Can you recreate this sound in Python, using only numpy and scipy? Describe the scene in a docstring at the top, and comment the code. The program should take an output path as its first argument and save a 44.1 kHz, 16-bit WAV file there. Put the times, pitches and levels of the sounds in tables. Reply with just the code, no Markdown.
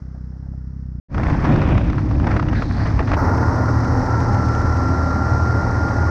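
"""A frozen lake, then a packed snow trail: snowmobiles in three passages, a short silence after the first.
Parked on the ice, an engine idles: each firing sends a puff through the ringing muffler, with a thud.
On the trail, noise shaped by gusts buffets the microphone and the skis scrape over ridges of snow.
Last, a steady run: a drone built of engine orders, the roar and hiss of the track in filtered noise,
and a drive whine that climbs steadily."""
import sys
import numpy as np
from scipy import signal
from scipy.fft import rfft, irfft
from scipy.io import wavfile

SR = 44100
rng = np.random.default_rng(int(sys.argv[2]) if len(sys.argv) > 2 else 0)


def master_out(mix):
    """Clip the mix to full scale and print it as 16-bit PCM to the path in sys.argv[1]."""
    frames = np.transpose(np.atleast_2d(mix))
    ceiling = np.clip(frames, -1, 1)
    pcm = np.round(ceiling * 32767).astype(np.int16)
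    wavfile.write(sys.argv[1], SR, pcm)


N = 269010
T = np.arange(N) / SR  # seconds
IDLE_END, RIDE_START, RUN_START = 1.0, 1.085, 3.166  # seconds


def amp(db):
    """Decibels to gain."""
    return 10 ** (np.asarray(db) / 20)


def unit(x):
    """Scales to rms 1."""
    return x / np.sqrt(np.mean(x ** 2) + 1e-20)


def curves(rows):
    """Each column of a table as a curve over the whole scene."""
    seconds, *columns = np.transpose(rows)
    return [np.interp(T, seconds, column) for column in columns]


def spectrum(points, hz):
    """Gain of a spectrum that falls away steeply beyond its ends."""
    f, db = np.transpose(points)
    octave = np.log2(hz + 1)
    beyond = abs(octave - np.clip(octave, np.log2(f[0]), np.log2(f[-1])))
    inside_db = np.interp(octave, np.log2(f), db)
    return amp(np.maximum(inside_db - 30 * beyond, -110))


def colour(x, points):
    """Passes x through a causal, minimum-phase filter with this spectrum; rms 1."""
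    size = 8192
    log_gain = np.log(spectrum(points, abs(np.fft.fftfreq(size, 1 / SR))))
    response = np.exp(np.conj(signal.hilbert(log_gain)))
    ring = np.fft.ifft(response).real[:size // 2]
    fade = signal.windows.hann(size)[size // 2:]
    return unit(signal.oaconvolve(x, ring * fade)[:N])


def resonate(x, hz, width):
    """A resonance of gain 1 at hz, fixed or moving: shifted to 0 Hz, smoothed and shifted back."""
    turn = np.exp(2j * np.pi * np.cumsum(hz * np.ones(len(x))) / SR)
    r = np.exp(-np.pi * width / SR)
    smoothed = signal.lfilter([1 - r], [1, -r], x / turn + 1e-18)
    return 2 * (turn * smoothed).real


def low_pass(x, hz):
    """Takes off the treble above hz."""
    return signal.sosfilt(signal.butter(4, min(hz, SR / 3), fs=SR, output="sos"), x)


def noise():
    """White noise."""
    return rng.standard_normal(N)


def wander(hz):
    """Random motion of rms 1, mostly slower than hz."""
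    size = 16384
    roll_off = 1 + (np.fft.rfftfreq(size, T[-1] / size) / hz) ** 4
    motion = irfft(rfft(rng.standard_normal(size)) / roll_off, size)
    return unit(np.interp(T, np.linspace(0, T[-1], size), motion))


def tone(turns, db, flutter_db, flutter_hz):
    """A partial of the given rms level whose strength flutters."""
    flutter = amp(flutter_db * wander(flutter_hz))
    return amp(db) * unit(flutter * np.sin(2 * np.pi * (turns + rng.random())))


def burst(s, db, t60):
    """Envelope of a blow: a quick rise and an exponential fall."""
    age = np.maximum(T - s + .001, 0)
    fall = amp(np.maximum(db - 60 * age / t60, -200))
    return fall * (1 - np.exp(-age / .001))


def swell(s, length):
    """A smooth hump of height 1 that crests at s."""
    return np.exp(-(2 * (T - s) / length) ** 2)


def step(s, seconds):
    """A smooth change from 0 to 1 around s."""
    return .5 + .5 * np.tanh((T - s) / seconds)


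def since(s):
    """Seconds gone by since s."""
    return np.maximum(T - s, 0)


def passage(start, end):
    """Gate that opens at start and is shut at end, with edges of a millisecond."""
    return np.clip((T - start) / .001, 0, 1) * np.clip((end - T) / .001, 0, 1)


# Rings of the muffler. Each row: frequency in Hz, width in Hz, relative level in dB.
MUFFLER_RINGS = [(61.2, 13.4, 1), (128, 46, -13.5), (158, 18, -25), (241, 64, -8)]
# Low murmur of the shaking chassis. Each row: frequency in Hz, relative density in dB.
MURMUR_SPECTRUM = [(20, -17), (45, 2.5), (80, -8), (160, -3.5), (260, -9), (330, -15), (450, -30),
                   (900, -52)]
EXHAUST_DB, EXHAUST_DB_PER_S = -31, 3.4  # the exhaust slowly grows louder


def idle_exhaust(turns):
    """Each firing sends out a puff whose changing flow makes the pressure that rings the muffler."""
    firings = np.diff(np.floor(turns), prepend=0) * amp(1.6 * wander(30))
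    puff_seconds = 0.0016
    flow = signal.oaconvolve(firings, signal.windows.gaussian(1001, puff_seconds * SR), "same")
    puffs = np.gradient(flow)  # pressure follows the change of flow
    rings = sum(amp(db + 10.0) * resonate(puffs, hz, width) for hz, width, db in MUFFLER_RINGS)
    thuds = unit(puffs + rings)
    murmur = amp(-16.5) * colour(noise(), MURMUR_SPECTRUM)
    return amp(EXHAUST_DB + EXHAUST_DB_PER_S * T) * (thuds + murmur)


# Rattle of the engine case. Each row: frequency in Hz, relative density in dB.
CLATTER_SPECTRUM = [(300, 10.5), (480, 3), (700, -3.5), (1100, -5), (1450, -3.5), (2000, -11.5),
                    (2400, -24), (3600, -29), (4500, -21.5), (5400, -14), (6200, -22.5), (7400, -35),
                    (9600, -44), (15000, -51)]
CLATTER_DB, CLATTER_DB_PER_S = -53.5, -4  # the clatter recedes


def idle_clatter(turns):
    """The engine case rattles a little harder just after each firing."""
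    shaking = (1 + 0.3 * np.exp(-(turns % 1) / .25)) * amp(0.73 * wander(90))
    return amp(CLATTER_DB + CLATTER_DB_PER_S * T) * colour(noise() * shaking, CLATTER_SPECTRUM)


# Soft rustles beside the sled. Each row: time in seconds, strength in dB.
RUSTLE_TIMES = [(0.116, -62), (0.147, -45), (0.323, -52), (0.353, -57), (0.424, -50.5), (0.464, -48.5),
                (0.533, -50)]


def idle_rustles():
    """Short puffs of dull noise that die away."""
    envelope = sum(burst(s, db, t60=0.11) for s, db in RUSTLE_TIMES)
    return envelope * colour(noise(), [(400, -1.0), (750, 5), (1100, -12), (2000, -31)])


# Idle speed. Each row: time in seconds, firings per second.
IDLE_SPEED = [(0, 32), (.1, 32), (.22, 31.4), (.38, 32.3), (.48, 33.6), (.62, 31.6), (.74, 33.1),
              (.87, 32.4), (1, 29.4)]


def idle():
    """One uneven run of firings drives both the exhaust and the clatter; rustles lie beside them."""
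    rate, = curves(IDLE_SPEED)
    turns = np.cumsum(rate) / SR + .28
    return idle_exhaust(turns) + idle_clatter(turns) + idle_rustles()


# Large eddies thumping the microphone. Each row: frequency in Hz, relative density in dB.
BUFFET_SPECTRUM = [(15, -4.5), (28, -7.5), (50, 3.5), (100, 0), (150, -1), (185, -6.5), (250, -7.5),
                   (310, -11.5), (400, -29), (800, -53)]
# Hard wind tearing at the microphone. Each row: frequency in Hz, relative density in dB.
TEARING_SPECTRUM = [(130, -11.5), (250, 2), (360, 4), (430, -12.5), (530, -0.5), (720, -7), (1000, -13),
                    (1800, -27.5)]
# Rush of air. Each row: frequency in Hz, relative density in dB.
RUSH_SPECTRUM = [(100, -2.5), (250, -5), (360, 0.5), (430, 3.5), (540, -2.5), (800, 3), (1200, -2.5),
                 (1900, -5), (2600, -20.5), (3600, -43), (6000, -40), (7500, -44), (10000, -75)]
RUSH_DB, RUSH_GROWTH = -37.5, 0.97  # rush between gusts at the usual wind, and its dB per dB of wind


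def ride_wind(wind_db, extra_db, gusting, eddies):
    """Large eddies thump the microphone, small ones tear into rough bursts and air rushes by."""
    buffet = amp(wind_db - 2.0) * colour(noise(), BUFFET_SPECTRUM)
    # small eddies grow faster than large ones
    tearing = amp(2 * wind_db + 0.6) * colour(noise() * eddies, TEARING_SPECTRUM)
    rush_level = np.hypot(amp(RUSH_DB + RUSH_GROWTH * extra_db), gusting)
    return buffet + tearing + rush_level * colour(noise() * eddies, RUSH_SPECTRUM)


# Small ridges come at random, harder in a stronger headwind; the level is for the usual wind, in dB
RIDGES_PER_S, RIDGE_DB, RIDGE_SPREAD_DB = 5.7, -25.5, 5.5
RIDGE_HZ, RIDGE_S = 1150, 0.0036  # middle of the pitch range, length of the scrape


def small_ridges(extra_db):
    """Faint scrapes at random moments, as rows like those of the large ridges."""
    ride_seconds = RUN_START - RIDE_START
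    draws = rng.random((60, 3))
    rows = []
    for when, strength, pitch in draws[:round(RIDGES_PER_S * ride_seconds)]:
        s = RIDE_START + when * ride_seconds
        db = RIDGE_DB + RIDGE_SPREAD_DB * (2 * strength - 1) + extra_db[round(s * SR)]
        rows.append((s, db, RIDGE_HZ * 2 ** (pitch - .5), RIDGE_S))
    return rows


JOLT_DB, JOLT_HZ, JOLT_WIDTH_HZ = 4, 62, 50  # each ridge also thumps the chassis


def scrapes(rows):
    """A ski rides over a ridge: the crush of snow swells and lets go, each time with its own hollow colour."""
    force, hollow = np.zeros(N), np.zeros(N)
    age, grit = np.arange(SR // 8) / SR, noise()
    for s, db, hz, length in rows:
        part = slice(round(s * SR), round(s * SR) + len(age))
        progress = age / (length / 2)  # 1 at the height of the crush
        crush = progress * np.exp((1 - progress ** 2) / 2)
        loose_snow = amp(-13) * np.exp(-age / 0.019) * (1 - np.exp(-age / 0.0037))
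        push = amp(db) * (crush + loose_snow)
        force[part] += push
        hollow[part] += push * unit(resonate(grit[part], hz, width=500))
    crunch = [(150, -17.5), (500, 7.5), (1200, 9), (1900, 0.5), (3000, -17.0), (4200, -16.5),
              (6000, -21.0), (7500, -39.0), (10000, -52.0)]
    thump = resonate(force, JOLT_HZ, JOLT_WIDTH_HZ)
    jolt = amp(JOLT_DB) * resonate(thump, JOLT_HZ, JOLT_WIDTH_HZ)
    return jolt + amp(-7.0) * force * colour(noise(), crunch) + amp(-10.5) * low_pass(hollow, 2720)


def sliding(rows, width):
    """Friction noise in a gliding resonance."""
    hz, db = curves(rows)
    glide = resonate(resonate(noise(), hz, width), hz, width)
    return amp(db) * unit(low_pass(glide, 4800))


# Skis on large ridges. Each row: time in seconds, force in dB, centre in Hz, length of the scrape in seconds.
LARGE_RIDGES = [(1.143, -24.5, 1100, 0.011), (1.179, -16.5, 1200, 0.0054), (1.231, -19, 1100, 0.0088),
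                (1.297, -19.5, 1090, 0.011), (1.438, -18.5, 1400, 0.025), (1.558, -16, 900, .006),
                (1.615, -15, 1040, 0.0078), (1.687, -18, 1090, 0.0065), (1.776, -14, 965, 0.0065),
                (1.899, -18, 890, .005), (1.931, -19, 900, 0.0027), (1.981, -19.5, 880, 0.0052),
                (2.199, -19, 1150, 0.0025), (2.239, -26, 660, 0.007), (2.267, -15.5, 820, 0.0088),
                (2.308, -19.5, 1000, 0.013), (2.361, -16.5, 1410, 0.013), (2.393, -16.5, 1200, 0.0097),
                (2.425, -20, 1095, 0.0064), (2.483, -23.5, 2800, .009), (2.527, -20, 1400, 0.0093),
                (2.619, -15.5, 1330, 0.0083), (2.708, -22.5, 1200, 0.0058), (2.85, -23.5, 1800, 0.026),
                (2.991, -14, 1321, 0.0062), (3.072, -21, 1310, 0.012), (3.116, -13, 1000, .004),
                (3.129, -16.5, 1525, 0.02)]
# A runner squeaks briefly on hard snow. Each row: time in seconds, pitch in Hz, level in dB.
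RUNNER_SQUEAK = [(2.535, 1835, -80), (2.553, 1770, -28.5), (2.575, 1620, -32), (2.6, 1610, -34),
                 (2.62, 1650, -64)]
# Along with the squeak it swishes, and for longer, mostly rising in pitch.
# Each row: time in seconds, pitch in Hz, level in dB.
RUNNER_SWISH = [(2.52, 3930, -86), (2.56, 4000, -47), (2.7, 4100, -53), (2.8, 4440, -48), (2.9, 5080, -50),
                (3, 4730, -64)]


def ride_skis(extra_db):
    """The skis scrape over large and small ridges; a runner squeaks and swishes by friction."""
    ridges = scrapes(LARGE_RIDGES + small_ridges(extra_db))
    return ridges + sliding(RUNNER_SQUEAK, width=440) + sliding(RUNNER_SWISH, width=1300)


# Firing tones. Each row: multiple of the cycle rate, level in dB relative to the engine level.
RIDE_PARTIALS = [(2, -8), (3, -2), (4, -11), (6, -15), (8, -14), (9, -11)]
# Engine on the trail. Each row: time in seconds, engine cycles per second, engine level in dB.
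RIDE_SPEED = [(1.085, 29.5, -27.5), (1.45, 39, -23.5), (1.64, 33, -28), (1.85, 35, -22), (2, 33.6, -21.5),
              (2.14, 33, -20.5), (2.35, 34, -24), (2.85, 32.8, -27), (3.16, 32.7, -21.5)]


def ride_engine():
    """The engine hums underneath in a few fluttering orders of an unsteady cycle rate."""
    rate, engine_db = curves(RIDE_SPEED)
    turns = np.cumsum(rate * (1 + 0.0059 * wander(6.9))) / SR
    return sum(tone(k * turns, engine_db + db, flutter_db=-3.5, flutter_hz=18.0) for k, db in RIDE_PARTIALS)


# Snow crushed under the sled. Each row: frequency in Hz, relative density in dB.
CRUNCH_SPECTRUM = [(1400, -12), (2400, 10.5), (3050, 1.5), (3700, -0.5), (4500, -24), (8000, -28)]
# Snow hissing along the skis. Each row: frequency in Hz, relative density in dB.
HISS_SPECTRUM = [(2000, -16), (3300, -2.5), (4300, 7.5), (5400, 8.5), (6300, 2), (7100, -9), (8500, -12.5),
                 (10500, -37), (15000, -48.5)]
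CRUNCH_DB, CRUNCH_GROWTH = -56.5, 2.3  # crunch at the usual wind, and its dB per dB of wind
CRUST_AT_S, CRUST_S, CRUST_DB = 1.74, 0.46, -47  # a stretch of crusted snow adds to the crunch
SNOW_DB, HARD_SNOW_DB, HARD_SNOW_S = -56, -52, 2.53  # the hiss between gusts steps up on hard snow


def ride_snow(extra_db, gusting, eddies):
    """Crushed snow crunches in rough grains and loose snow hisses; both swell with the gusts."""
    grains = noise() * eddies * amp(2.2 * wander(900))
    crust = amp(CRUST_DB) * swell(CRUST_AT_S, CRUST_S)
    steady_crunch = amp(CRUNCH_DB + CRUNCH_GROWTH * extra_db) + crust
    crunch = np.hypot(steady_crunch, amp(-21) * gusting) * colour(grains, CRUNCH_SPECTRUM)
    hiss_db = SNOW_DB + (HARD_SNOW_DB - SNOW_DB) * step(HARD_SNOW_S, seconds=0.013)
    hiss_level = np.hypot(amp(hiss_db), amp(-26.5) * gusting)
    return crunch + hiss_level * colour(noise() * amp(1.8 * wander(120)), HISS_SPECTRUM)


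# Headwind at the microphone. Each row: time in seconds, strength in dB.
HEADWIND = [(1.085, -17), (1.42, -16), (1.52, -10.5), (1.64, -13.5), (1.74, -12), (1.82, -16.5),
            (1.92, -17), (2.04, -19), (2.25, -14.5), (2.4, -17), (2.54, -15.5), (2.72, -20), (2.92, -18.5),
            (3.16, -18)]
# Gusts that swell and die away. Each row: crest in seconds, length in seconds, crest of the air rush in dB.
GUST_SWELLS = [(1.294, 0.24, -29), (1.51, 0.21, -27.5), (1.7, 0.11, -32), (1.883, 0.044, -36.5),
               (2.317, 0.11, -27), (2.84, 0.24, -30), (3.009, 0.066, -29), (3.112, 0.065, -28.5)]
USUAL_WIND_DB = -17
FADE_IN_DB, FADE_IN_S = -39, 0.025  # the ride fades in from near silence


def ride():
    """One headwind with its gusts and eddies drives wind and snow; skis and engine join in."""
    wind_db, = curves(HEADWIND)
    extra_db = wind_db - USUAL_WIND_DB
    gusting = sum(amp(db) * swell(s, length) for s, length, db in GUST_SWELLS)
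    eddies = amp(1.22 * wander(58) + 2.4 * wander(350))
    wind = ride_wind(wind_db, extra_db, gusting, eddies)
    snow = ride_snow(extra_db, gusting, eddies)
    fade_in = amp(FADE_IN_DB * np.exp(-since(RIDE_START) / FADE_IN_S))
    return fade_in * (wind + ride_skis(extra_db) + ride_engine() + snow)


EASE_AT_S, EASE_S = 4.08, 0.037  # the engine's load eases and the drive starts to sing

# Steady engine speed. Each row: time in seconds, engine cycles per second.
RUN_SPEED = [(3.17, 38.4), (3.5, 38.35), (3.85, 38.2), (4.6, 38.8), (5.1, 39.05), (6.1, 39.4)]
# Exhaust drone. Each row: time in seconds, second order in dB, third order in dB.
DRONE_LEVELS = [(3.17, -26, -29.5), (3.45, -19.5, -22.5), (3.7, -26, -19), (4.05, -27, -22),
                (4.35, -22.5, -20), (5, -21.5, -27.5), (5.45, -19, -24.5), (6.1, -26.5, -25.5)]
# Orders that ring out under load. Each row: multiple of the cycle rate, level under load in dB.
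LOADED_PARTIALS = [(12, -38.5), (23, -39), (24, -35), (26, -37), (27, -42), (30, -43), (36, -40), (37, -36),
                   (41, -48)]
EASED_DB = -9  # their drop once the load has eased
# The comb of other orders falls with every octave above the cycle rate
COMB_DB, COMB_DB_PER_OCTAVE, COMB_SPREAD_DB = -30, -4.5, 0.44
PIPE_HZ, PIPE_WIDTH_HZ, PIPE_DB = 813, 70, 9.5  # an exhaust pipe resonance lifts the orders near it


def run_engine():
    """A droning exhaust over a comb of fainter orders; a few ring out until the load eases."""
    rate, = curves(RUN_SPEED)
    second_db, third_db = curves(DRONE_LEVELS)
    turns = np.cumsum(rate * (1 + .001 * wander(10))) / SR
    uneven = turns + .012 * wander(16)  # no two cycles are quite alike
    drone = sum(tone(k * uneven, db, flutter_db=2, flutter_hz=14) for k, db in [(2, second_db), (3, third_db)])
    comb = np.zeros(N)
    for k in range(4, 25):
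        pipe_db = PIPE_DB / (1 + ((k * rate - PIPE_HZ) / PIPE_WIDTH_HZ) ** 2)
        db = COMB_DB + COMB_DB_PER_OCTAVE * np.log2(k) + COMB_SPREAD_DB * rng.standard_normal()
        comb += tone(k * turns, db + pipe_db, flutter_db=4, flutter_hz=4.3)
    load_db = EASED_DB * step(EASE_AT_S, seconds=0.59)
    ringing = sum(tone(k * turns, db, flutter_db=3.5, flutter_hz=14) for k, db in LOADED_PARTIALS)
    return drone + comb + amp(load_db) * ringing


# Track on packed snow. Each row: frequency in Hz, relative density in dB.
ROAR_SPECTRUM = [(200, -13.5), (420, -2), (550, 2), (700, -0.5), (880, 2), (1150, -0.5), (1430, -0.5),
                 (1560, -7.5), (1920, -7), (2200, -19.5), (2600, -29.5), (3300, -47.5), (5000, -47.5)]
# Shaking chassis. Each row: frequency in Hz, relative density in dB.
RUMBLE_SPECTRUM = [(15, -23.5), (28, -5), (45, -8.5), (65, -10), (88, 12), (125, 1), (155, -2), (200, -3.5),
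                   (225, -4), (265, -3), (320, -3.5), (420, -15.5), (800, -39.5)]
RUMBLE_DB, ROAR_DB = -21, -28  # outside the surge
# Early in the run the track surges briefly: rumble and roar swell by different amounts
SURGE_AT_S, SURGE_S, SURGE_RUMBLE_DB, SURGE_ROAR_DB = 3.29, 0.52, 2, 3


def run_track():
    """The chassis rumbles in deep noise and the track roars roughly over packed snow."""
    surge = swell(SURGE_AT_S, SURGE_S)
    rumble = amp(RUMBLE_DB + SURGE_RUMBLE_DB * surge) * colour(noise(), RUMBLE_SPECTRUM)
    rough = noise() * amp(1.5 * wander(150))
    return rumble + amp(ROAR_DB + SURGE_ROAR_DB * surge) * colour(rough, ROAR_SPECTRUM)


# Whine and track hum each climb steadily, the whine by the larger share
WHINE_HZ, WHINE_HZ_PER_S, LUG_HZ, LUG_HZ_PER_S = 1312, 34, 255, 3.7
WHINE_LOADED_DB, WHINE_EASED_DB = -43, -30.5
LUG_DB, LUG_DB_PER_S = -28.5, -1.5


def run_drive():
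    """The chain drive whines ever higher; the track lugs hum and the sprocket throbs once for every six."""
    age = since(RUN_START)
    unsteady = 1 + .0007 * wander(25) + .001 * wander(3)
    turns = np.cumsum((WHINE_HZ + WHINE_HZ_PER_S * age) * unsteady) / SR
    whine_db = WHINE_LOADED_DB + (WHINE_EASED_DB - WHINE_LOADED_DB) * step(EASE_AT_S, EASE_S)
    whine = tone(turns, whine_db + 1.2 * wander(3.7), flutter_db=0.6, flutter_hz=25)
    lug_turns = np.cumsum(LUG_HZ + LUG_HZ_PER_S * age) / SR + .07 * wander(14)
    lugs = tone(lug_turns, LUG_DB + LUG_DB_PER_S * age, flutter_db=3.0, flutter_hz=9.5)
    sprocket = tone(lug_turns / 6, db=-33, flutter_db=5.5, flutter_hz=4.8)
    return whine + lugs + sprocket


# Thrown snow. Each row: frequency in Hz, relative density in dB.
SPRAY_SPECTRUM = [(2300, -16), (2800, -16.5), (3400, -19), (4200, -9), (5100, -3.5), (5450, -1), (6200, -8),
                  (7100, -20), (8500, -24), (9600, -33), (11300, -41.5)]
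SPRAY_DB = -46


def run_spray():
    """Snow thrown up by the track hisses with a quick flicker."""
    return amp(SPRAY_DB) * colour(noise() * amp(1.0 * wander(120)), SPRAY_SPECTRUM)


# Bits of ice ticking on the chassis. Each row: time in seconds, strength in dB.
ICE_TICKS = [(3.379, -32), (3.846, -33), (4.061, -33), (4.204, -30), (4.345, -33), (4.485, -34),
             (4.55, -32), (4.617, -35), (4.77, -35), (5.887, -32)]
PATTER_AT_S, PATTER_S, PATTER_DB = 4.6, 1.1, -59.5  # a stretch where crumbs of ice patter, before flicker


def run_ice():
    """Bits of ice tick as short noise bursts over a faint, flickering patter."""
    patter = amp(PATTER_DB + 4 * wander(60)) * swell(PATTER_AT_S, PATTER_S)
    ticks = patter + sum(burst(s, db, t60=0.015) for s, db in ICE_TICKS)
    return ticks * colour(noise(), [(1200, -10), (2200, 2.5), (3000, -4.5), (4200, -10.5), (6500, -6), (9000, -27)])


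# Very high hiss. Each row: frequency in Hz, relative density in dB.
HIGH_HISS_SPECTRUM = [(10500, -46), (11400, -18), (11900, 7), (12700, 5), (14000, -0.5), (15700, -15.5)]
HIGH_HISS_DB = -78.5  # once settled
HIGH_HISS_START_DB, HIGH_HISS_SETTLE_S = 15.5, .35  # how much stronger it starts, and its time constant


def run_high_hiss():
    """A very high hiss, stronger at the start of the run and quickly settling."""
    hiss_db = HIGH_HISS_DB + HIGH_HISS_START_DB * np.exp(-since(RUN_START) / HIGH_HISS_SETTLE_S)
    return amp(hiss_db) * colour(noise(), HIGH_HISS_SPECTRUM)


def scene():
    """Idle, ride and run in a row, with a short silence after the idle."""
    parked = idle() * passage(0, IDLE_END)
    riding = ride() * passage(RIDE_START, RUN_START)
    running = run_engine() + run_track() + run_drive() + run_spray() + run_ice() + run_high_hiss()
    return (parked + riding + running * passage(RUN_START, T[-1]))[None]


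def record(dry):
    """Rounds off the loudest peaks, then takes away the treble above the band edge."""
    ceiling, edge_hz = .6, 15700
    held = dry / (1 + (dry / ceiling) ** 8) ** (1 / 8)
    band = signal.firwin(511, edge_hz, window=("kaiser", 9), fs=SR)
    return signal.oaconvolve(held, band[None], "same")


dry = scene()
out = record(dry)
master_out(out)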